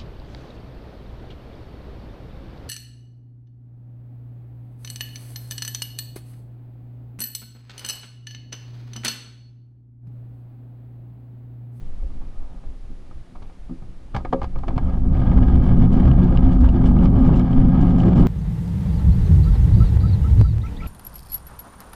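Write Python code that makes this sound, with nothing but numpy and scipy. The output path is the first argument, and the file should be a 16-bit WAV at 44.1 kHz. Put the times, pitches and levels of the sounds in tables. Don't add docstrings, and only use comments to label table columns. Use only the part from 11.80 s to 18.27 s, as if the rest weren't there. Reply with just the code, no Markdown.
import sys
import numpy as np
from scipy import signal
from scipy.fft import rfft, irfft
from scipy.io import wavfile
from scipy.ndimage import uniform_filter1d

SR = 44100
rng = np.random.default_rng(int(sys.argv[2]) if len(sys.argv) > 2 else 0)


def unload_wav(signal):
    wavfile.write(
        sys.argv[1],
        SR,
        np.round(np.clip(np.atleast_2d(signal).T, -1, 1) * 32767).astype(np.int16),
    )


N = 285327
TIME = np.arange(N) / SR

# time_s, change_db
SKIPS = [(2.72, -3), (3.2, -6.5), (3.3, -4), (3.8, -3), (3.965, -4.5), (4.095, -6.5), (4.35, -4),
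         (4.48, -2), (4.61, -3), (4.79, -4.5), (4.915, -4.5), (5.14, -4.5), (5.315, -5), (5.9, -3),
         (6.14, -4.5)]


def gain_of(db):
    return 10 ** (np.asarray(db) / 20)


def evened(x):
    return x / np.sqrt(np.mean(x ** 2) + 1e-20)


def steadied(x, size):
    power = uniform_filter1d(uniform_filter1d(x ** 2, size), size)
    return x / np.sqrt(abs(power) + 1e-20)


def db_at(spectrum, hz):
    pitch_hz, level_db = np.transpose(spectrum)
    return np.interp(np.log(hz + 1), np.log(pitch_hz + 1), level_db)


def level(curve):
    return np.interp(TIME, *np.transpose(curve))


def swells(events, half_s, column):
    return sum(row[column] * np.exp(-((TIME - row[0]) / half_s) ** 2) for row in events)


def add(mix, start_s, sound):
    part = mix[max(round(start_s * SR), 0):][:len(sound)]
    part += sound[:len(part)]


def wander(rate_hz):
    hz = np.fft.rfftfreq(N, 1 / SR)
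    return evened(irfft(rfft(rng.standard_normal(N)) * np.exp(-(hz / rate_hz) ** 2), N))


def grains(per_s, spread_db):
    size = gain_of(spread_db * np.minimum(rng.exponential(1, N), 4))
    return evened(size * rng.choice([-1, 1], N) * (rng.random(N) < per_s / SR))


def shell(force, spectrum, lift=1, size=16384):
    # pitch_hz, width_hz, boost_db
    resonances = [(13.2, 19, 3), (25.9, 4.7, 5.5), (41.34, 12.4, 15), (62.5, 36.6, 18), (113, 54, 11),
                  (129.2, 15, 5.5), (184.2, 31.5, 13.5), (224.2, 27, 6.5), (259, 33.3, 12.5), (329, 70, 11),
                  (410, 9.2, 6), (533, 40, 9), (759, 190, 6.5), (896, 20, 1.5), (1150, 140, 1.5),
                  (1243, 60, 8), (1633, 45, 8.5), (2257, 290, 7), (2950, 200, 8), (3153, 90, 10.5),
                  (3410, 76, 9.5), (3570, 52, 7), (4230, 77, 5), (4700, 360, 3.5)]
    hz = abs(np.fft.fftfreq(size, 1 / SR))
    boost_db = sum(db / (1 + (2 * (hz - pitch) / width) ** 2) for pitch, width, db in resonances)
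    log_gain = (db_at(spectrum, hz) + lift * boost_db) * np.log(10) / 20
    ring = np.fft.ifft(np.exp(np.conj(signal.hilbert(log_gain)))).real
    fade = signal.windows.tukey(size)[size // 2:]
    return signal.fftconvolve(force, ring[:size // 2] * fade)[:len(force)]


def wheel_bumps(jolts, skips_db):
    # time_s, level_db
    shaking = [(0, -31.5), (0.62, -41), (1.05, -47.5), (1.75, -47), (2.27, -47), (2.62, -30.5), (2.85, -26),
               (3.02, -19), (3.2, -18), (3.35, -14.5), (3.58, -13.5), (3.86, -15.5), (4.2, -13),
               (4.92, -14.5), (5.52, -8.5), (5.72, -14), (5.87, -11.5), (6.47, -12.5)]
    # time_s, extra_sway_db, extra_heave_db, extra_boom_db, extra_note_db
    bumps = [(0.04, 0, -4.5, -5, -6.5), (0.12, 4.5, -5, -14, -10), (0.24, 10.5, -14, -23, -20),
             (0.4, 6.5, -2, -1, -2), (0.61, 10, 4, -17, 2), (0.89, 6.5, 8, 2, 3), (1.1, 5.5, 11, 5, -4),
             (1.38, 1.5, 14, -4, -8), (1.61, 2, 8, -3, 5), (2.09, -1, 11, 9.5, -4), (2.38, 1, 14.5, -13, 0),
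             (2.64, -3, 2.5, 1, -8), (2.77, 6.5, -3, -5, -18), (3.3, 2.5, 3, 4.5, -0.5),
             (3.51, -3, 0.5, 5, 4), (3.6, 0.5, 5.5, 2.5, 5.5), (3.77, 1.5, 5, 2.5, 4.5),
             (3.93, 3, 0.5, 4.5, -2), (4.02, 7, -0.5, 3, 7), (4.1, -1, -3.5, 3.5, -2),
             (4.17, 5, -4.5, -2, 7), (4.3, -6.5, 5, 0.5, 1), (4.42, -4.5, 2, 4, -0.5),
             (4.67, 5.5, 3.5, -3.5, 7.5), (4.82, -15, 8, -5, 8.5), (4.89, 0, 5, -6.5, -1),
             (5.09, -1, 3.5, -2.5, 5.5), (5.32, -5, 0, -1.5, -2.5), (5.42, 4, -1, -9, 7.5),
             (5.5, 2.5, -6, 1.5, -17.5), (5.56, -10, 3, -3.5, 3), (5.65, -11.5, -2, -2, 0.5),
             (5.79, 10.5, 0.5, -0.5, 5.5), (5.87, 4, 3, 0, 6), (6.04, 6, 4.5, 1, 4),
             (6.28, -10, 0.5, 4, -3), (6.41, 9.5, 8, 5, 6)]
    # time_s, sway_and_heave_db, boom_and_note_db
    dips_and_surges = [(0.16, -5, -5), (0.54, -6, -8), (0.75, -6, 7), (1.02, 0, -13), (1.21, -4, 8),
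                       (1.29, -3, 7), (1.46, -19, 0), (1.49, -10, 0), (1.53, -17, 10.5), (1.71, -2, 2),
                       (1.77, -17, 3), (2.28, -7, 5), (2.45, -4, 10), (2.52, -4, 5.5), (2.71, -5, -2),
                       (2.85, -3, -3), (3.12, -4, -2.5), (3.18, 1.5, 0), (3.45, -6, -1.5), (3.7, 4.5, -2.5),
                       (4.57, 1, -2.5), (4.9, -0.5, 0), (5.68, 1, -3.5), (6.15, 1.5, 2.5)]
    # pitch_hz, level_db
    sway_spectrum = [(3, -21.5), (8, -1.5), (13, 4.5), (26, -7), (40, -28.5), (65, -39), (130, -59),
                     (400, -110)]
    # pitch_hz, level_db
    heave_spectrum = [(15, -33), (30, -7), (42, -2.5), (50, -4), (63, -1), (78, -5.5), (95, -7), (120, -8),
                      (150, -16), (300, -66), (900, -115)]
    # pitch_hz, level_db
    boom_spectrum = [(50, -31), (85, -16.5), (115, -5.5), (180, 0), (208, -11.5), (255, -13), (295, -20),
                     (345, -13), (400, -17), (520, -23.5), (900, -55), (2500, -110)]
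    # pitch_hz, level_db
    note_spectrum = [(120, -76.5), (190, -24), (228, -1.5), (258, 0), (280, -7.5), (310, -21), (500, -71.5)]
    sway = steadied(shell(rng.standard_normal(N), sway_spectrum), size=3000)
    heave = steadied(shell(rng.standard_normal(N), heave_spectrum), size=2500)
    boom = steadied(shell(grains(per_s=1500, spread_db=3.44), boom_spectrum), size=1600)
    note = steadied(shell(grains(per_s=1500, spread_db=1.8), note_spectrum), size=1200)

    speed = np.interp(TIME, [3.5, 3.89], [0, 1])
    wing_lift_db = 4.5 * np.maximum(TIME - 4.73, 0)
    shake_db = level(shaking)
    sway_bumps, heave_bumps, boom_bumps, note_bumps = (
        swells(bumps, half_s=0.044, column=k) for k in (1, 2, 3, 4))
    rumble_swings, boom_swings = (swells(dips_and_surges, half_s=0.018, column=k) for k in (1, 2))
    sway_db = -20 + 0.47 * (shake_db + 18.5) - wing_lift_db + rumble_swings + sway_bumps
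    heave_db = -2 + shake_db - wing_lift_db + rumble_swings + heave_bumps
    boom_db = -9.5 + shake_db + 6 * speed + boom_swings + boom_bumps + 0.4 * skips_db + 0.53 * jolts
    note_db = -13.5 + shake_db + 2 * speed + boom_swings + note_bumps
    return (sway * gain_of(sway_db) + heave * gain_of(heave_db)
            + boom * gain_of(boom_db) + note * gain_of(note_db))


def stubble(jolts, skips_db):
    # pitch_hz, level_db
    roar_spectrum = [(200, -34.5), (380, -3), (470, -5), (700, -2), (1000, -7), (1300, -10), (1550, -22),
                     (2000, -29.5), (2600, -35), (5000, -43.5), (9000, -87.5)]
    # time_s, level_db
    roar_curve = [(0, -62.5), (0.45, -61.5), (0.7, -55.5), (1.0, -64.5), (2.27, -64.5), (2.72, -54.5),
                  (2.93, -49.5), (3.08, -39.5), (3.24, -43.5), (3.36, -38.5), (3.55, -36), (4.45, -34),
                  (4.9, -35.5), (5.28, -35), (5.5, -31), (5.68, -36.5), (6.1, -33.5), (6.38, -32.5)]
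    # pitch_hz, level_db
    rasp_spectrum = [(900, -17.5), (1600, 9), (1850, 1), (2600, -6), (3500, -8.5), (3800, -11.5),
                     (5100, -14.5), (5900, -21), (7500, -24.5), (9500, -31.5), (11000, -54)]
    # time_s, level_db
    rasp_curve = [(2.3, -85), (2.98, -65), (3.11, -54.5), (3.19, -58.5), (3.315, -68), (3.335, -51),
                  (3.42, -51.5), (3.75, -49), (4.2, -48), (4.5, -49), (4.95, -50), (5.35, -52.5),
                  (5.52, -47), (5.66, -51), (6.1, -49), (6.4, -47.5)]
    roar = steadied(shell(grains(per_s=3500, spread_db=1.8), roar_spectrum), size=2000)
    rasp = steadied(shell(grains(per_s=7000, spread_db=0.66), rasp_spectrum), size=1500)
    roar_db = 0.72 + level(roar_curve) + skips_db + 1.5 * jolts
    rasp_db = level(rasp_curve) + 1.7 * skips_db + 2.5 * jolts
    return roar * gain_of(roar_db) + rasp * gain_of(rasp_db)


def cockpit_background(breeze_db=-52, hiss_db=-58.5):
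    # pitch_hz, level_db
    breeze_spectrum = [(40, -13), (105, 7.5), (180, -3.5), (250, -6.5), (330, -2.5), (450, -11),
                       (900, -26.5), (2000, -51), (5000, -80)]
    # pitch_hz, level_db
    hiss_spectrum = [(80, 2.5), (300, 16.5), (600, 11.5), (1000, 7), (2000, 3), (3000, 0), (4500, -3),
                     (6000, -6.5), (8000, -10.5), (9500, -11.5), (10500, -16), (12000, -21), (14000, -25)]
    # pitch_hz, level_db
    whine_tones = [(9410, -99), (9470, -101), (9530, -101), (9590, -93.5), (9650, -84.5)]
    breeze = evened(shell(rng.standard_normal(N), breeze_spectrum, lift=0.15))
    breeze *= gain_of(2 * wander(rate_hz=11))
    hiss_shape = gain_of(db_at(hiss_spectrum, np.fft.rfftfreq(N, 1 / SR)))
    hiss = evened(irfft(rfft(rng.standard_normal(N)) * hiss_shape, N))
    whine = sum(gain_of(db) * evened(np.sin(2 * np.pi * (hz * TIME + rng.random())))
                for hz, db in whine_tones)
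    return gain_of(breeze_db) * breeze + gain_of(hiss_db) * hiss + whine


def panel_blows(echo=0.36, echo_fade_s=0.21):
    # start_s, peak_db, contact_s
    blows = [(0.223, -39, 0.0017), (0.295, -36, 0.0048), (1.096, -34.5, 0.0044), (1.624, -45, 0.00086),
             (1.695, -49, 0.0014), (1.891, -32, 0.0037), (1.903, -24.5, 0.00477), (2.526, -11, 0.0011)]
    # pitch_hz, level_db, build_s, fade_s (time to fall by 60 dB)
    notes = [(178.7, -18, 0.0063, 0.16), (258.3, -10.5, 0.0065, 0.13), (325.4, -15, 0.011, 0.23),
             (406, -4.5, 0.011, 0.075), (467, -10, 0.0075, 0.09), (537, -4, 0.014, 0.11),
             (670, -6, 0.0027, 0.045), (759, -4, 0.011, 0.056), (926, -6, 0.002, 0.037),
             (1163, -1.5, 0.0022, 0.031), (1340, -22, 0.002, 0.05), (1670, -20, 0.002, 0.06),
             (2230, -8, 0.001, 0.045)]
    out, t = np.zeros(N), np.arange(SR // 3) / SR
    ring = np.zeros(len(t))
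    for k, (hz, db, build_s, fade_s) in enumerate(notes):
        loudness = gain_of(db - 60 * t / fade_s) * (1 - np.exp(-(t / build_s) ** 2))
        ring += (-1) ** k * loudness * np.sin(2 * np.pi * hz * t)
    for start_s, peak_db, contact_s in blows:
        push = np.sin(np.pi * t[t < contact_s] / contact_s) ** 2
        sound = signal.fftconvolve(ring, push)
        echoes = rng.standard_normal(len(t)) * gain_of(-60 * t / echo_fade_s)
        sound += echo * signal.fftconvolve(sound, echoes / np.linalg.norm(echoes))[:len(sound)]
        add(out, start_s, gain_of(peak_db) * sound / abs(sound).max())
    return out


def frame_knocks(scatter=2.4, scatter_fade_s=0.035, tail=0.85, tail_fade_s=0.12, scuff_s=0.0051):
    # start_s, level_db, treble_db, bass_db, ring_factor, rise_s
    knocks = [(0.301, -47.5, -12, 3, 0.88, 0.0014), (0.410, -45, -10, 3, 3.2, 0.012),
              (0.462, -54, -10, -1, 1.2, 0.0057), (0.834, -46, -10, 11, 1.1, 0.011),
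              (1.309, -45, -10, 6, 1.2, 0.003), (1.551, -38, -6, 3, 1.4, 0.013),
              (1.619, -41.5, -25, -6, 1.2, 0.0025), (1.623, -46, 12, 5, 1.1, 0.0022),
              (1.696, -44.5, 3, 3, 0.89, 0.0031), (1.893, -42.5, -12, 17, 1.9, 0.0031),
              (2.021, -45, -9, 15.5, 1.8, 0.0008), (2.34, -36, -12, 1.5, 1, 0.0026),
              (2.3466, -23, 0, -0.5, 1.2, 0.0013), (2.364, -19, 1.5, 1.5, 0.9, 0.0004),
              (2.368, -38, 15, -12, 2.3, 0.0012), (2.401, -37.5, -16, 5, 0.72, 0.005),
              (2.449, -25, -8, 3, 0.88, 0.0011), (2.526, -18.5, -8, -4.5, 0.62, 0.0013),
              (2.531, -19.5, -1.5, -9, 0.83, 0.00064), (2.616, -22.5, -7, -2.5, 0.95, 0.0011),
              (2.63, -32, 8, 9, 0.8, 0.0013), (2.642, -24.5, -14, -1, 0.56, 0.00084),
              (2.642, -34, 11, 0, 1.5, .001), (2.758, -32, -9, 10.5, 0.46, 0.004),
              (2.786, -39, 5, 3, 0.8, 0.0029), (2.833, -27, -15, -9, 0.45, 0.0093),
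              (2.8808, -23.5, 0.5, 4, 1.45, 0.00064), (2.906, -32, -17, 10.5, 0.88, 0.0012),
              (2.96, -33, 0, 21, 1.1, 0.007), (2.978, -18.5, -4, -4, 0.7, 0.0026),
              (3.516, -28, -8, -6, 1.4, 0.0006), (3.583, -28, -11, -7, 0.9, 0.001),
              (4.843, -28.5, -2, -18.5, 0.5, 0.00055), (5.164, -26.5, -13, -0.5, 0.8, 0.00088),
              (5.255, -26, -2, 5, 0.74, 0.0014), (5.343, -32, -8.5, 4.5, 0.87, 0.0009),
              (5.454, -36.5, -3, 12, 1, 0.0017), (6.249, -29.5, -15, 5, 1.2, 0.0013),
              (6.345, -35, -14, 9, 1.2, .001), (6.379, -36, -1, 6, 1.5, 0.0031)]
    # pitch_hz, level_db
    knock_spectrum = [(60, -9), (115, 5.5), (190, -0.5), (300, -2.5), (480, -2.5), (750, 4.5), (1200, 1),
                      (1470, -8.5), (1680, -8.5), (1900, -13.5), (2200, -10), (2700, -18.5), (4900, -24),
                      (6300, -33), (9500, -43.5), (14000, -59)]
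    out, t = np.zeros(N), np.arange(SR // 4) / SR
    bass_cut = signal.butter(2, 600, "high", fs=SR, output="sos")
    for start_s, level_db, treble_db, bass_db, ring_factor, rise_s in knocks:
        tone = [(250, bass_db), (700, 0), (1400, 0), (4500, treble_db)]
        spectrum = [(hz, db + db_at(tone, hz)) for hz, db in knock_spectrum]
        muffled = [(hz, db + db_at([(900, 4.5), (4000, -5)], hz)) for hz, db in spectrum]
        dull = [(hz, db + db_at([(700, 0.5), (3000, -2.5)], hz)) for hz, db in spectrum]

        early, late, rub = rng.standard_normal((3, len(t))) * (1 - np.exp(-t / rise_s))
        early *= gain_of(-60 * t / scatter_fade_s / ring_factor)
        late *= gain_of(-60 * t / tail_fade_s / ring_factor)
        rub *= np.exp(-(t / scuff_s - 2) ** 2)
        strike = scatter * early / np.linalg.norm(early)
        add(strike, rise_s / 2, np.ones(1))
        hit = shell(strike, spectrum, lift=0.56) + shell(tail * late / np.linalg.norm(late), muffled)
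        scuff = gain_of(-13) * shell(scatter * rub / np.linalg.norm(rub), dull)

        crack = signal.sosfilt(bass_cut, hit)
        strength = gain_of(level_db - 6) / np.sqrt(uniform_filter1d(crack ** 2, size=176).max())
        add(out, start_s, strength * hit)
        add(out, start_s - 0.95 * scuff_s, strength * scuff)
    return out


def fitting_ring(bright_db, pitch_factor=1):
    # pitch_hz, level_db, rise_s
    notes = [(2936, 1.5, 0.0014), (2272, -8.5, 0.0014), (3820, -8, 0.00071), (5130, -17, 0.00084),
             (7280, -26, 0.0015)]
    t = pitch_factor * np.arange(SR // 30) / SR
    ring = np.zeros(len(t))
    for hz, db, rise_s in notes:
        octaves = np.log2(hz / notes[0][0])
        swell = (t / rise_s * np.exp(1 - t / rise_s)) ** 2
        ring += gain_of(db + bright_db * octaves) * swell * np.sin(2 * np.pi * hz * t)
    return ring


def fitting_ticks():
    # start_s, level_db, pitch_factor, brightness_db_per_octave
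    taps = [(1.31, -50.5, 0.425, -7), (1.627, -58, 1.4, -4), (4.314, -38, 1, -3), (4.5732, -32, 0.99, 0.5),
            (4.816, -58, 0.99, 16), (4.831, -66, 1.15, 20), (4.845, -38.5, 0.52, -2), (4.889, -38, 0.97, 4),
            (5.073, -56, 1.1, 23), (5.188, -43, 0.99, 4), (5.542, -39.5, 0.94, 1), (5.73, -41, 1.06, -3.5),
            (5.596, -43, 0.74, 11), (6.203, -36.5, 1, 3)]
    out = np.zeros(N)
    for start_s, level_db, pitch_factor, bright_db in taps:
        add(out, start_s, gain_of(level_db + 1) * fitting_ring(bright_db, pitch_factor))
    return out


def fitting_clatter():
    # start_s, level_db, length_s
    bursts = [(3.687, -61, .02), (3.827, -57, 0.04), (3.87, -60, .018), (3.998, -67, 0.06),
              (4.122, -53, 0.05), (4.278, -62, 0.022), (4.437, -54, 0.016), (4.726, -56, .03),
              (4.807, -52, 0.015), (4.844, -54.5, 0.014), (5.056, -49, 0.03), (5.23, -56.5, 0.035),
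              (5.385, -57, 0.028), (5.45, -52.5, 0.027), (5.551, -49.5, 0.039), (5.592, -50, 0.0084),
              (6.009, -50, 0.026), (6.084, -55, 0.056), (6.178, -51, 0.058), (6.247, -56.5, 0.074),
              (6.356, -50, 0.079)]
    # pitch_hz, level_db
    rasp_spectrum = [(700, -27), (1500, -2.5), (3000, -2), (4200, -1.5), (6000, -5.5), (7400, -9),
                     (9500, -15.5), (11000, -46)]
    shake = np.zeros(N)
    for start_s, level_db, length_s in bursts:
        age = np.maximum(TIME - start_s, 0) / length_s
        shake += gain_of(level_db) * (1 - np.exp(-20 * age)) * np.exp(-age ** 2)
    clicks = grains(per_s=420, spread_db=4.1)
    ring = steadied(signal.fftconvolve(clicks, fitting_ring(bright_db=11.5))[:N], size=1000)
    rasp = steadied(shell(grains(per_s=800, spread_db=4.5), rasp_spectrum, lift=0.39), size=1000)
    return shake * (gain_of(-2) * ring + gain_of(-3) * rasp)


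def scene():
    jolts = wander(rate_hz=81)
    skips_db = swells(SKIPS, half_s=0.029, column=1)
    rolling = wheel_bumps(jolts, skips_db) + stubble(jolts, skips_db)
    mix = rolling + cockpit_background() + panel_blows() + frame_knocks()
    return (mix + fitting_ticks() + fitting_clatter())[None]


def record(dry, ceiling=0.83, top_hz=13000):
    rounded = dry / (1 + (dry / ceiling) ** 8) ** (1 / 8)
    treble_cut = signal.firwin(511, top_hz, window=("kaiser", 9), fs=SR)
    return signal.oaconvolve(rounded, treble_cut[None], "same")


dry = scene()
out = record(dry)
unload_wav(out)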